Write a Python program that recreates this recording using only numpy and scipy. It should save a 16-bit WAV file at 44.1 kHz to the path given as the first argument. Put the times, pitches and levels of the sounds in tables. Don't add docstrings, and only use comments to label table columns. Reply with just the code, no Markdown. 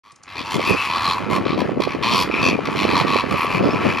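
import sys
import numpy as np
from scipy import signal
from scipy.fft import rfft, irfft, next_fast_len
from scipy.io import wavfile

SR = 44100
rng = np.random.default_rng(int(sys.argv[2]) if len(sys.argv) > 2 else 0)


def int16_out(signal):
    q = np.round(np.clip(np.atleast_2d(signal).T, -1, 1) * 32767)
    wavfile.write(sys.argv[1], SR, q.astype(np.int16))


N = 176400


def amp(db):
    return 10 ** (np.asarray(db) / 20)


def unit_rms(x):
    return x / np.sqrt(np.mean(x ** 2) + 1e-20)


def curve_at(points, hz):
    knots_hz, values = np.transpose(points)
    return np.interp(np.log(hz + 1), np.log(knots_hz + 1), values)


def colour(x, points):
    n = next_fast_len(len(x) + 1024)
    gain = amp(curve_at(points, np.fft.rfftfreq(n, 1 / SR)))
    return irfft(rfft(x, n) * gain, n)[:len(x)]


def add(mix, start_s, sound):
    part = mix[..., max(round(start_s * SR), 0):][..., :sound.shape[-1]]
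    part += sound[..., :part.shape[-1]]


def resonate(x, hz, width_hz):
    carrier = np.exp(2j * np.pi * np.cumsum(hz * np.ones(len(x))) / SR)
    pole = np.exp(-np.pi * width_hz / SR)
    baseband = signal.lfilter([(1 - pole) ** 2], [1, -2 * pole, pole * pole], x / carrier + 1e-18)
    return 2 * (carrier * baseband).real


def throat_pulses(length_s, rate_hz, wander_hz=0):
    attack_s, release_s, overhang_s, swell_db = 0.0077, 0.031, 0.018, 3
    rate_arch, jitter, shimmer_db = 0.06, 0.025, 1.14
    rise_s, decay_s, breath, roughness = 0.0015, 0.0063, 0.086, 0.53
    t = np.arange(0, length_s + overhang_s, 1 / SR)
    age = np.arange(700) / SR
    rise = (age / rise_s) ** 3
    shape = rise / (1 + rise) * np.exp(-(age / decay_s) ** 2)
    shape /= shape.max()
    common, *fresh_noises = rng.standard_normal((32, len(age)))
    scatter = rng.standard_normal((32, 4))
    bursts = breath * rng.standard_normal(SR // 2)[:len(t)]
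    ring = np.zeros(len(t), complex)
    due_s = 0
    for fresh, (late, loud, phase, detune) in zip(fresh_noises, scatter):
        pulse = shape * amp(shimmer_db * loud)
        start_s = due_s + jitter * late / rate_hz
        add(bursts, start_s, pulse * (np.sqrt(roughness) * fresh + np.sqrt(1 - roughness) * common))
        add(ring, start_s, pulse * np.exp(2j * (phase + np.pi * wander_hz * detune * age)))
        arch = np.sin(np.pi * min(due_s / length_s, 1)) - 2 / np.pi
        due_s += 1 / (rate_hz * (1 + rate_arch * arch))
    edges = np.minimum(0.5 + 0.5 * t / attack_s, 1) * np.minimum((t[-1] - t) / release_s, 1)
    envelope = edges * amp(swell_db * np.sin(np.pi * t / t[-1]))
    return np.pad(bursts * envelope, (0, 256)), np.pad(ring * envelope, (0, 256))


# time in seconds, level in dB.
FLOCK_LEVEL = [(0, -64), (.19, -57.5), (.28, -42.5), (.6, -29.5), (1.1, -30), (1.7, -34.5), (2.0, -36),
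               (2.4, -27), (2.61, -34), (2.75, -29.5), (3.0, -26.5), (3.26, -32), (3.45, -26.5),
               (3.62, -31.5), (3.85, -27.5), (4, -27)]
# frequency in Hz, relative gain in dB.
FLOCK_COLOUR = [(100, -2.5), (550, -14), (800, -3), (1080, 4.5), (1450, -1.5), (1900, -4), (2450, -3.5),
                (3600, -16.5), (4600, -18), (6500, -30.5), (12000, -40.5), (15000, -70)]


def far_flock(grunts_per_s=16):
    out = np.zeros(N)
    count = round(grunts_per_s * N / SR)
    for slot, (late, long, fast) in enumerate(rng.random((count, 3))):
        bursts, _ = throat_pulses(length_s=0.0908 + 0.12 * long, rate_hz=68 + 42 * fast)
        add(out, (slot + late - 1) / grunts_per_s, bursts)
    level_db = np.interp(np.arange(N) / SR, *np.transpose(FLOCK_LEVEL))
    return unit_rms(colour(out, FLOCK_COLOUR)) * amp(level_db)


# time in seconds, level in dB, left minus right in dB.
WIND_LEVEL = [(0.0, -64, -2), (0.26, -58.5, -5), (0.41, -35.5, 9.5), (0.46, -44.5, -9), (0.58, -20.5, 8),
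              (0.63, -34.5, 13), (0.71, -21.5, -17), (0.8, -45, -21.5), (1.19, -32, -4.5),
              (1.35, -23, -16.5), (1.47, -23.5, 13.5), (1.55, -20.5, -5), (1.61, -24, 12), (1.7, -24.5, -2),
              (1.92, -30.5, -8), (2.0, -27, 13.5), (2.15, -22, -8), (2.3, -30, -3), (2.47, -19.5, 0),
              (2.62, -27, 4.5), (3.0, -20.5, -9.5), (3.2, -32.5, -12), (3.36, -22.5, -12.5),
              (3.41, -36, -2), (3.55, -21, 4), (3.68, -17, -6), (3.79, -25, 2), (3.88, -17.5, 3),
              (4.0, -30, 3)]
# frequency in Hz, relative gain in dB.
WIND_COLOUR = [(35, -50), (70, -15), (120, -5.5), (190, -1), (300, -2), (480, -6), (700, -12),
               (1100, -25.5), (3000, -69)]


def wind_rumble(eddy_db=5, eddy_hz=51.7):
    t = np.arange(N) / SR
    times_s, level_db, pan_db = np.transpose(WIND_LEVEL)
    lowpass = signal.butter(2, eddy_hz, fs=SR, output="sos")
    ports = []
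    for side in (1, -1):
        eddies = unit_rms(signal.sosfilt(lowpass, rng.standard_normal(N)))
        turbulence = rng.standard_normal(N) * amp(eddy_db * np.clip(eddies, -2, 2))
        rumble = unit_rms(colour(turbulence, WIND_COLOUR))
        ports.append(rumble * amp(np.interp(t, times_s, level_db + side * pan_db / 2)))
    return np.array(ports)


# start and length in seconds, pulse rate in Hz, low, nasal and upper
# resonances in Hz, nasal width in Hz, levels of low, nasal, upper, rasp and fizz in dB.
GRUNTS = [(0.029, 0.092, 104, 1084, 2200, 4400, 800, -51, -60, -66, -59.5, -73),
          (0.277, 0.097, 91, 1074, 2440, 4070, 800, -46, -47, -54, -47.5, -64),
          (0.354, 0.075, 85, 1041, 2410, 4300, 785, -35.5, -37, -40, -36.5, -55.5),
          (0.436, 0.094, 98, 959, 2600, 4470, 800, -35.5, -41.5, -47, -41, -54.5),
          (0.505, 0.062, 85, 1035, 2200, 4400, 800, -28.5, -35, -39.5, -32, -42.5),
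          (0.589, 0.12, 84, 1077, 2250, 4360, 800, -28.5, -31.5, -39.5, -33.5, -49.5),
          (0.646, 0.11, 109, 1074, 2530, 4700, 800, -28.5, -35, -38.5, -37, -47),
          (0.761, 0.13, 136, 1098, 2430, 4270, 796, -30, -29, -41, -34.5, -46.5),
          (0.885, 0.12, 84, 1033, 2460, 4250, 800, -23.5, -34, -35, -32.5, -49),
          (1.006, 0.14, 88, 1086, 2330, 4200, 800, -23, -35.5, -32, -31, -44.5),
          (1.143, 0.06, 83, 1063, 2280, 4360, 800, -27, -39, -50, -45, -54.5),
          (1.298, 0.081, 96, 1070, 2300, 4220, 820, -23, -32, -41.5, -35.5, -47),
          (1.451, 0.1, 76, 1110, 2500, 4020, 800, -31.5, -36.5, -40, -38, -76),
          (1.575, 0.045, 76, 1038, 2250, 4130, 810, -29, -35.5, -42.5, -37, -53.9),
          (1.802, 0.05, 63, 1083, 2250, 4300, 800, -29, -35, -37.6, -34, -50.5),
          (1.876, 0.078, 71, 1065, 2340, 4370, 800, -36, -35, -48, -42.5, -61),
          (2.024, 0.14, 117, 1048, 2370, 4280, 830, -22.5, -29, -32, -27.5, -46),
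          (2.112, 0.125, 92, 1037, 2320, 4460, 830, -22.5, -32.5, -31, -27, -41),
          (2.31, 0.11, 110, 1187, 2460, 4150, 444, -39, -27.5, -46.5, -37, -58),
          (2.414, 0.092, 85, 1067, 2480, 4550, 500, -25.5, -24, -33, -29, -44),
          (2.497, 0.046, 101, 1144, 2440, 4570, 450, -36, -28.5, -55, -43, -57),
          (2.653, 0.017, 60, 1095, 2230, 4400, 607, -34.5, -33.5, -42.5, -37, -54),
          (2.693, 0.063, 89, 1100, 2300, 4350, 700, -37, -40, -55, -42.5, -56),
          (2.757, 0.11, 98, 1082, 2440, 4180, 795, -28.5, -29, -36.5, -31.5, -47.3),
          (2.876, 0.074, 90, 1055, 2280, 4200, 597, -26.5, -29, -35.5, -33.5, -49.5),
          (2.941, 0.083, 87.5, 1052, 2300, 4300, 600, -20.5, -28.5, -32.5, -29, -45.5),
          (3.068, 0.15, 94.5, 1072, 2410, 4210, 800, -22.5, -28, -34.5, -31.5, -48),
          (3.292, 0.05, 66, 1138, 2420, 4400, 800, -29, -35, -43, -40, -49),
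          (3.343, 0.14, 81.7, 1087, 2400, 4230, 750, -24.5, -29, -42.5, -37, -53),
          (3.49, 0.1, 91, 1070, 2400, 4300, 790, -29, -28.5, -42.5, -39, -50.5),
          (3.625, 0.14, 76, 1010, 2450, 4350, 790, -34.5, -37.5, -49, -41.5, -57.5),
          (3.752, 0.024, 66, 1044, 2300, 4230, 550, -30, -34.5, -55, -52, -62),
          (3.807, 0.16, 86.5, 1080, 2400, 4330, 825, -30, -30, -47.5, -38.5, -53.5),
          (3.969, 0.06, 72, 1067, 2330, 4260, 800, -29.5, -27.5, -44, -34.5, -53)]
# frequency in Hz, relative gain in dB.
RASP_COLOUR = [(600, -33), (1500, -35.5), (2600, -2), (3000, 0.5), (3350, 6.5), (3750, 0), (4200, -7),
               (4700, -14), (5100, -5.5), (5400, -9), (5700, -2), (6500, -22.5), (9000, -59)]
RASP_UPPER_HZ = 4446
# frequency in Hz, relative gain in dB.
FIZZ_COLOUR = [(4500, -21), (6200, 3.5), (7100, 10), (8200, 5), (9100, 10), (9800, -1), (10800, 3),
               (12000, -1), (13400, -7), (14400, -26), (15500, -55)]


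def grunts(clean_share=0.82, mouth_rise=0.018):
    out = np.zeros(N)
    for start_s, length_s, rate_hz, low_hz, nasal_hz, upper_hz, nasal_width_hz, *levels_db in GRUNTS:
        bursts, ring = throat_pulses(length_s, rate_hz, wander_hz=34.3)
        clean = unit_rms((ring * np.exp(2j * np.pi * low_hz * np.arange(len(ring)) / SR)).real)
        rough = unit_rms(resonate(bursts, low_hz, width_hz=346))
        low = np.sqrt(clean_share) * clean + np.sqrt(1 - clean_share) * rough
        glide = 1 + mouth_rise * np.linspace(-0.5, 0.5, len(bursts))
        nasal = resonate(bursts, nasal_hz * glide, nasal_width_hz)
        upper = resonate(bursts, upper_hz * glide, width_hz=1000)
        throat_scale = np.sqrt(upper_hz / RASP_UPPER_HZ)
        rasp = colour(bursts, [(hz * throat_scale, db) for hz, db in RASP_COLOUR])
        fizz = colour(bursts, FIZZ_COLOUR)
        for part, db in zip((low, nasal, upper, rasp, fizz), levels_db):
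            add(out, start_s, amp(db) * unit_rms(part))
    return out


# peak time in seconds, level in dB.
TICKS = [(.122, -44), (0.162, -45.5), (.236, -40)]
# frequency in Hz, relative gain in dB.
TICK_COLOUR = [(2500, -15), (5000, 2), (6500, 2), (9500, -3), (11500, -28), (15000, -40)]


def bird_ticks(decay_s=0.0025):
    t = np.arange(N) / SR
    envelope = sum(amp(db) * np.exp(-abs(t - peak_s) / decay_s) for peak_s, db in TICKS)
    return envelope * unit_rms(colour(rng.standard_normal(N), TICK_COLOUR))


# peak time in seconds, peak level in dB,
# left minus right in dB, fastest swing in Hz.
THUMPS = [(0.596, -10, -13, 673), (0.708, -10.5, -1, 514), (0.749, -17, -23, 560), (1.304, -14, -28, 400),
          (1.464, -8.5, 24, 488), (1.532, -12, -17, 397), (1.579, -14, 19, 537), (1.619, -10.5, 19, 620),
          (1.694, -10.5, -12, 726), (1.775, -10.5, 24, 360), (1.803, -7.5, -32, 516),
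          (1.875, -9.5, -30, 650), (1.95, -13, -21, 417), (2.3, -11.5, -29, 493), (2.341, -13, -18, 400),
          (2.493, -12, -4, 396), (2.531, -10.5, -12, 424), (2.591, -10, 21, 679), (2.688, -14, -5, 518),
          (2.853, -5.5, -18, 559), (3.05, -9, -28, 512), (3.16, -6.5, -30, 612), (3.343, -17.5, -30, 520),
          (3.448, -14, 15, 628), (3.643, -10, -22, 633), (3.678, -12, -27, 544), (3.69, -11, 15, 617),
          (3.854, -11, 27, 553)]


def wind_thumps():
    core_half_cycles = 0.68
    flank_speed, flank_db, flank_s = 0.3904, -9.5, 0.0043
    out = np.zeros((2, N))
    t = np.arange(-SR // 50, SR // 50) / SR
    for (peak_s, db, pan_db, hz), phase in zip(THUMPS, rng.random(len(THUMPS))):
        core = 1 / (1 + (t * hz / core_half_cycles) ** 2)
        cycles = np.cumsum(hz * (flank_speed + (1 - flank_speed) * core)) / SR
        envelope = core ** 2 + amp(flank_db) * (1 - core ** 2) / np.cosh(t / flank_s)
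        swing = envelope * np.sin(2 * np.pi * (cycles + phase))
        port_gains = amp([[pan_db / 2], [-pan_db / 2]])
        add(out, peak_s + t[0], amp(db) * port_gains / port_gains.mean() * swing)
    return out


# start and length in seconds, pulse rate in Hz,
# first and last resonance in Hz, level in dB.
SQUEALS = [(0.653, 0.1, 120, 2567, 2460, -25.5), (0.768, 0.06, 130, 2546, 2864, -29),
           (1.049, 0.03, 79, 4020, 4220, -32), (3.619, 0.088, 81, 4800, 5150, -48),
           (3.704, 0.024, 130, 5160, 5370, -43)]


def squeals():
    out = np.zeros(N)
    for start_s, length_s, rate_hz, from_hz, to_hz, db in SQUEALS:
        _, ring = throat_pulses(length_s, rate_hz, wander_hz=71)
        glide_hz = np.linspace(from_hz, to_hz, len(ring))
        tone = (ring * np.exp(2j * np.pi * np.cumsum(glide_hz) / SR)).real
        add(out, start_s, amp(db) * unit_rms(tone))
    return out


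# start and length in seconds, pulse rate in Hz, level in dB.
CRACKLES = [(0.673, 0.026, 93, -41.5), (2.156, 0.066, 93, -42.5), (3.377, 0.07, 86, -48.5)]
# frequency in Hz, relative gain in dB.
CRACKLE_COLOUR = [(3000, -23), (11200, 4), (13400, -6), (15500, -50)]


def crackles(decay_s=0.0013, spread_db=3):
    out = np.zeros(N)
    for start_s, length_s, rate_hz, db in CRACKLES:
        t = np.arange(0, length_s + 1 / rate_hz, 1 / SR)
        pulse_index, age = np.divmod(t, 1 / rate_hz)
        strength = amp(spread_db * rng.standard_normal(32))[pulse_index.astype(int)]
        envelope = strength * age * np.exp(-age / decay_s)
        cracks = envelope * rng.standard_normal(SR // 2)[:len(t)]
        add(out, start_s, amp(db) * unit_rms(colour(cracks, CRACKLE_COLOUR)))
    return out


# frequency in Hz, relative gain in dB.
DIFFUSE_COLOUR = [(4000, -6), (8000, -5), (13000, -8)]


def shore_scatter(birds, echo_db=-8.5, t60_s=0.2):
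    t = np.arange(SR // 2) / SR
    tails = rng.standard_normal((2, len(t))) * amp(-60 * t / t60_s)
    tails *= amp(echo_db) / np.linalg.norm(tails, axis=1, keepdims=True)
    shared, difference = (signal.fftconvolve(birds, tail)[:N] for tail in tails)
    return birds + shared + np.array([[0.5], [-0.5]]) * colour(difference, DIFFUSE_COLOUR)


# frequency in Hz, left minus right in dB.
PORT_BALANCE = [(800, 0.5), (1160, 0.7), (1770, 1.5), (2600, 3), (4120, -0.5), (6290, -0.5), (7300, -3.5),
                (9000, 4), (12000, 3), (14600, -3)]
# frequency in Hz, lead of the left in radians.
PORT_PHASE = [(1000, 0.12), (4300, 0.2), (5000, 0.4), (6200, 0.52), (7400, 1.05), (7800, 1.84), (9600, 2.1),
              (10000, 0.56)]


def microphone_ports(birds):
    hz = np.fft.rfftfreq(N, 1 / SR)
    left = amp(curve_at(PORT_BALANCE, hz) / 2) * np.exp(0.5j * curve_at(PORT_PHASE, hz))
    return irfft(rfft(birds) * np.array([left, 1 / left]), N)


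def scene():
    birds = grunts() + far_flock() + squeals() + crackles() + bird_ticks()
    return microphone_ports(shore_scatter(birds)) + wind_rumble() + wind_thumps()


def record(dry):
    low_cut_hz, high_cut_hz = 45, 15250
    silence_s, fade_s = 0.0346, 0.0027
    highpass = signal.butter(4, low_cut_hz, "high", fs=SR, output="sos")
    lowpass = signal.firwin(255, high_cut_hz, window=("kaiser", 9), fs=SR)
    fade_in = np.clip((np.arange(N) / SR - silence_s) / fade_s, 0, 1)
    return signal.oaconvolve(signal.sosfilt(highpass, dry) * fade_in, lowpass[None], "same")


dry = scene()
out = record(dry)
int16_out(out)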